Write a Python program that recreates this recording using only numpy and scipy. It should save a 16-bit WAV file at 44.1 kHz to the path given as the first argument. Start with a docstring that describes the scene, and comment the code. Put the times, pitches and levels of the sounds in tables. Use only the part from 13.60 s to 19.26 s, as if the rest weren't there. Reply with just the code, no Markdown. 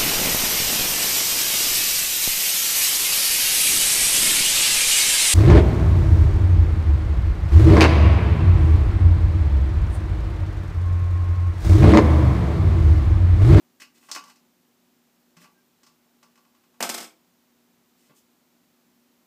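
"""A small quiet room, hands at work on an open computer case. Fingers tap and slide on the sheet
metal and ring its rim, with one soft bump and a faint squeak. A light part is put down beside the
case and clatters to rest; skin brushes it as it is picked up. Each contact is a noise burst that
drives a panel crash, ringing modes and room echo. Mains hum and a soft hiss lie underneath."""
import sys
import numpy as np
from scipy import signal
from scipy.fft import rfft, irfft, next_fast_len
from scipy.io import wavfile
from scipy.ndimage import uniform_filter1d

SR = 44100
rng = np.random.default_rng(int(sys.argv[2]) if len(sys.argv) > 2 else 0)


def dump(signal):
    """Clip the signal to [-1, 1] and save it as 16-bit WAV at the path in sys.argv[1]."""
    limited = np.clip(np.atleast_2d(signal).T, -1, 1)
    pcm = np.round(limited * 32767).astype(np.int16)
    wavfile.write(sys.argv[1], SR, pcm)


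N = 249606
TIME = np.arange(N) / SR


def from_db(db):
    """Decibels to gain."""
    return 10 ** (np.asarray(db) / 20)


def unit_energy(x):
    """Scale so the squares sum to one."""
    return x / np.sqrt(np.sum(x ** 2) + 1e-20)


def unit_rms(x):
    """Scale to an rms of one."""
    return unit_energy(x) * np.sqrt(len(x))


def coloured(x, points):
    """Minimum-phase filter through (Hz, dB) points."""
    size = 2 * next_fast_len(len(x))
    hz, db = np.transpose(points)
    grid_hz = np.maximum(np.fft.rfftfreq(size, 1 / SR), 1)
    gain = from_db(np.interp(np.log(grid_hz), np.log(hz), db))
    cepstrum = irfft(np.log(gain))
    cepstrum[1:size // 2] *= 2
    cepstrum[size // 2 + 1:] = 0
    return irfft(rfft(x, size) * np.exp(rfft(cepstrum)))[:len(x)]


def flattened(x, width_hz=51, floor=0.045):
    """Level broad spectral humps, keep the fine ripple; unit energy."""
    power = uniform_filter1d(np.abs(rfft(unit_energy(x), SR)) ** 2, width_hz)   # one bin per Hz
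    hz = np.arange(10, SR // 2, 10)
    gain_db = -10 * np.log10(power[hz] + floor)
    return unit_energy(coloured(x, np.column_stack([hz, gain_db])))


def drift(rate_hz):
    """Random wander with a spread of about one."""
    knots = rng.standard_normal(int(N / SR * rate_hz) + 2)
    return np.interp(TIME * rate_hz, np.arange(len(knots)), knots)


def add(track, start_s, sound):
    """Mix a sound into the track."""
    at = int(start_s * SR)
    track[at:at + len(sound)] += sound[:N - at]


def hum(waver_db=1.4, waver_rad=0.36):
    """Mains and machinery tones, wavering in level and phase."""
    # Hum lines. Each row: frequency in Hz, rms level in dB.
    lines = [(60, -95), (180, -83.5), (240, -70.5), (262, -81), (300, -85), (360, -78.5), (388, -87.5)]
    tones = np.zeros(N)
    for hz, level_db in lines:
        gain = from_db(level_db + waver_db * drift(14.0))
        phase = 2 * np.pi * (hz * TIME + rng.random()) + waver_rad * drift(1.3)
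        tones += gain * np.sin(phase)
    return np.sqrt(2) * tones


def room_air(level_db=-66.0):
    """Steady noise of room air and hiss."""
    # Air spectrum. Each row: frequency in Hz, relative density in dB.
    spectrum = [(25, -33), (45, -36), (90, -14.5), (130, -12), (170, -3.5), (290, -4.5), (340, -9),
                (900, -12), (1800, -16.5), (7500, -20), (9900, -25), (12000, -20.5), (14500, -19.5)]
    return from_db(level_db) * unit_rms(coloured(rng.standard_normal(N), spectrum))


def contacts(rows, spectrum, thump_db, snap_db, rise_share=0.2, snap_per_hardness=0.55):
    """Contact force: brief chatters of tiny clicks, coloured by where and how hard each lands."""
    force, t = np.zeros(N), TIME[:4096]
    for start_s, level_db, clang_db, hard_db, chatter_s in rows:
        pressure = (1 - np.exp(-t / (rise_share * chatter_s))) * from_db(-20 * t / chatter_s)
        burst = flattened(rng.standard_normal(len(t)) * pressure)
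        tone = [(280, thump_db), (1000, clang_db), (1700, 0), (2900, 0), (3500, hard_db),
                (7500, hard_db), (11000, snap_db + snap_per_hardness * hard_db)]
        add(force, start_s, from_db(level_db) * coloured(burst, tone))
    return coloured(force, spectrum)


def dying_noise(low_t60_s, high_t60_s):
    """Dense overlapping resonances, the high ones dying sooner; unit energy."""
    t, tail = TIME[:SR], 0
    edges_hz = np.geomspace(90, 18000, 15)
    t60s_s = np.geomspace(low_t60_s, high_t60_s, len(edges_hz) - 1)
    for low_hz, high_hz, t60_s in zip(edges_hz, edges_hz[1:], t60s_s):
        bandpass = signal.butter(2, [low_hz, high_hz], "band", fs=SR, output="sos")
        band = signal.sosfilt(bandpass, rng.standard_normal(2 * SR))[SR:]
        tail += unit_energy(band * from_db(-60 * t / t60_s)) * np.sqrt(high_hz - low_hz)
    return unit_energy(tail)


def radiated(force, modes, ring_db, direct_db, room_db, panel_t60_s, room_t60_s, build_s):
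    """Force to sound: direct click, short panel crash and ringing modes, with room echo."""
    t = TIME[:SR]
    panel = dying_noise(1.1 * panel_t60_s, panel_t60_s)
    room = dying_noise(1.8 * room_t60_s, room_t60_s) * (1 - np.exp(-t / build_s))
    echo = from_db(room_db) * unit_energy(room)
    crash = flattened(from_db(direct_db) * signal.unit_impulse(SR) + panel + echo)
    ringing = np.zeros(SR)
    for hz, level_db, t60_s in modes:
        fade = from_db(-60 * t / t60_s)
        ringing += from_db(level_db) * 2 * fade / fade.sum() * np.cos(2 * np.pi * hz * t)
    ringing = (ringing + signal.fftconvolve(ringing, echo)[:SR]) / np.sqrt(2)
    return signal.fftconvolve(force, crash + from_db(ring_db) * ringing)[:N]


def taps():
    """Force of fingers and the part touching the case."""
    # Touches. Each row: start in seconds, level, panel clang and hardness in dB, chatter in seconds.
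    touches = [(.199, -13.5, -7.5, -1.5, 0.022), (.218, -8, -12.5, -7, 0.0056), (.427, -26, 1.5, -10, .016),
               (.485, -14.5, 10.5, -3.5, 0.025), (.5145, -8.5, 5.5, 11, 0.0026), (.549, -5.5, 2, 1, .005),
               (.5575, -11, 2, 4.5, 0.0034), (.562, -1, 5, -24, 0.0043), (.639, -22, 13, 2, 0.0028),
               (.672, -25, 14, 2.5, 0.038), (.697, -19.5, 1, -4.5, 0.0074), (.756, -29.5, -9, 1.5, 0.012),
               (1.766, -20.5, 2, -3.5, 0.015), (1.812, -22, 3, -4, 0.028), (1.842, -18.5, 5.5, -8, 0.0082),
               (2.232, -28.5, 5, 3.5, 0.0082), (2.264, -27, 6, 2.5, 0.014), (2.628, -24, 9.5, -1.5, 0.0074),
               (2.7565, -29, 0, -4, 0.0027), (2.776, -30, 9.5, -4, 0.0055)]
    # Tap force spectrum. Each row: frequency in Hz, gain in dB.
    spectrum = [(25, -50), (60, -34), (120, -29), (180, -11.5), (300, -4.5), (480, -11.5), (800, -5),
                (1100, -1.5), (2900, -2), (3500, -4.5), (5200, 1.5), (8300, -4), (9800, -13.5),
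                (15000, -16.5)]
    return contacts(touches + ticks(), spectrum, thump_db=1, snap_db=2)


def case_rim(force):
    """The sheet-metal rim rings under the fingers."""
    # Rim modes. Each row: frequency in Hz, relative peak gain in dB, T60 in seconds.
    modes = [(178, 3, .25), (278, 6, .2), (603, 8, .25), (856, 10, .3), (1085, 9.5, .11), (1150, 10.5, .11),
             (1400, 5, .1), (1580, 5, .12), (1990, 7, .07), (2550, 7, .12), (2670, 9, .12), (2970, 6, .09),
             (4400, 3, .06), (5200, 1, .025)]
    return radiated(force, modes, ring_db=2.0, direct_db=-5.5, room_db=-4.5,
                    panel_t60_s=0.082, room_t60_s=0.19, build_s=0.0011)


def slides(grain_db=2.5):
    """Force of skin catching and slipping in uneven grains that swell and fade with each stroke."""
    # Strokes. Each row: start and end in seconds, level in dB, brightness in dB.
    strokes = [(0.333, 0.399, -62, 6), (.39, 0.506, -62, 9), (0.619, 0.737, -63, 5),
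               (1.791, 1.851, -58.5, 3), (4.337, 4.513, -69, 11), (4.49, 4.519, -59.5, -20),
               (4.542, 4.61, -62.5, 18)]
    # Friction spectrum. Each row: frequency in Hz, gain in dB.
    spectrum = [(60, -28), (180, 18), (500, 4.5), (1100, -1.5), (2500, 2), (3600, -0.5), (5300, -1),
                (8500, -2.5), (10000, -8), (15000, -7)]
    force = np.zeros(N)
    for start_s, end_s, level_db, bright_db in strokes:
        length = int((end_s - start_s) * SR)
        grains = rng.standard_normal(length) * from_db(grain_db * drift(500)[:length])
        friction = coloured(coloured(grains, spectrum), [(1200, 0), (8000, bright_db)])
        swell = signal.windows.tukey(length, .6)
        add(force, start_s, from_db(level_db) * unit_rms(friction) * swell)
    return force


def thud(start_s=1.768, hz=172, level_db=-49.0, t60_s=0.32, rise_s=0.0046):
    """A soft bump sets one low panel mode swinging."""
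    t = np.maximum(TIME - start_s, 0)
    envelope = from_db(level_db - 60 * t / t60_s) * (1 - np.exp(-t / rise_s))
    return envelope * np.sin(2 * np.pi * hz * t)


def squeak(centre_s=1.985, width_s=0.032, hz=1585, level_db=-70, waver=0.016):
    """One faint squeak of slightly unsteady pitch."""
    phase = 2 * np.pi * np.cumsum(hz * (1 + waver * drift(140))) / SR
    envelope = np.exp(-((TIME - centre_s) / width_s) ** 2)
    return from_db(level_db) * np.sqrt(2) * np.sin(phase) * envelope


def ticks(count=4, first_s=2.85, gap_s=.095, jitter_s=.005, level_db=-33.5, spread_db=1.5):
    """Contact rows for a loose run of faint finger ticks."""
    clang_db, hard_db, chatter_s = 7.5, -5.5, 0.0049
    return [(first_s + k * gap_s + jitter_s * late, level_db - spread_db * weak,
             clang_db, hard_db, chatter_s)
            for k, (late, weak) in enumerate(rng.standard_normal((count, 2)))]


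def landing():
    """Force of the part landing: an edge knocks, the face slaps, its weight follows, it bounces."""
    # Impacts. Each row: start in seconds, level, clang and hardness in dB, chatter in seconds.
    impacts = [(3.2042, 6.3, -2.5, -8.5, 0.0071), (3.2255, 3.6, 2.5, 4.5, 0.0025),
               (3.2335, 2.5, 3, -7, .011)]
    # Impact force spectrum. Each row: frequency in Hz, gain in dB.
    spectrum = [(25, -44), (60, -30), (130, -24), (190, -1), (320, -1), (700, 4.5), (1400, 1), (2600, 0),
                (3700, -2), (5200, 0), (8600, -1), (9800, -8), (14000, -7), (15500, -20)]
    return contacts(impacts + bounces(), spectrum, thump_db=4.5, snap_db=1)


def part_clatter(force):
    """The part and the surface under it ring together."""
    # Part and surface modes. Each row: frequency in Hz, relative peak gain in dB, T60 in seconds.
    modes = [(168, 10, .3), (239, 11, .35), (315, 4, .3), (424, 7, .28), (517, 0, .3), (601, 2, .3),
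             (670, 11, .22), (699, 7, .26), (849, 6, .25), (905, 11, .25), (1078, 8, .22), (1103, 9, .18),
             (1140, 5, .15), (1310, 4, .25), (1554, 4, .25), (2094, 3, .25), (2260, 1, .04), (2943, 6, .25),
             (5150, 4, .035)]
    return radiated(force, modes, ring_db=-1.0, direct_db=-12.0, room_db=-6.0,
                    panel_t60_s=0.054, room_t60_s=0.21, build_s=0.0076)


def bounces(count=7, start_s=3.291, first_flight_s=.05, restitution=.72, first_db=1.5, loss_db=4):
    """Contact rows for ever quicker, weaker bounces; the part rocks, near edge then far edge."""
    near_clang_db, far_clang_db, far_lag_s = -7, -1.5, .005
    hard_db, chatter_s = 1, 0.0054
    rows = []
    for k in range(count):
        level_db = first_db - k * loss_db
        rows.append((start_s, level_db, near_clang_db, hard_db, chatter_s))
        rows.append((start_s + far_lag_s, level_db, far_clang_db, hard_db, chatter_s))
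        start_s += first_flight_s * restitution ** k
    return rows


def scene():
    """Fingers work on the rim, then the part clatters down, over hum and hiss; mono."""
    finger_force = taps() + slides()
    part_force = landing()
    rim = from_db(0.78) * case_rim(finger_force)
    clatter = from_db(0.42) * part_clatter(part_force)
    return (rim + clatter + thud() + squeak() + hum() + room_air())[None]


def record(dry, cutoff_hz=15500):
    """Steep elliptic low-pass."""
    return signal.sosfilt(signal.ellip(12, .1, 70, cutoff_hz, fs=SR, output="sos"), dry)


dry = scene()
out = record(dry)
dump(out)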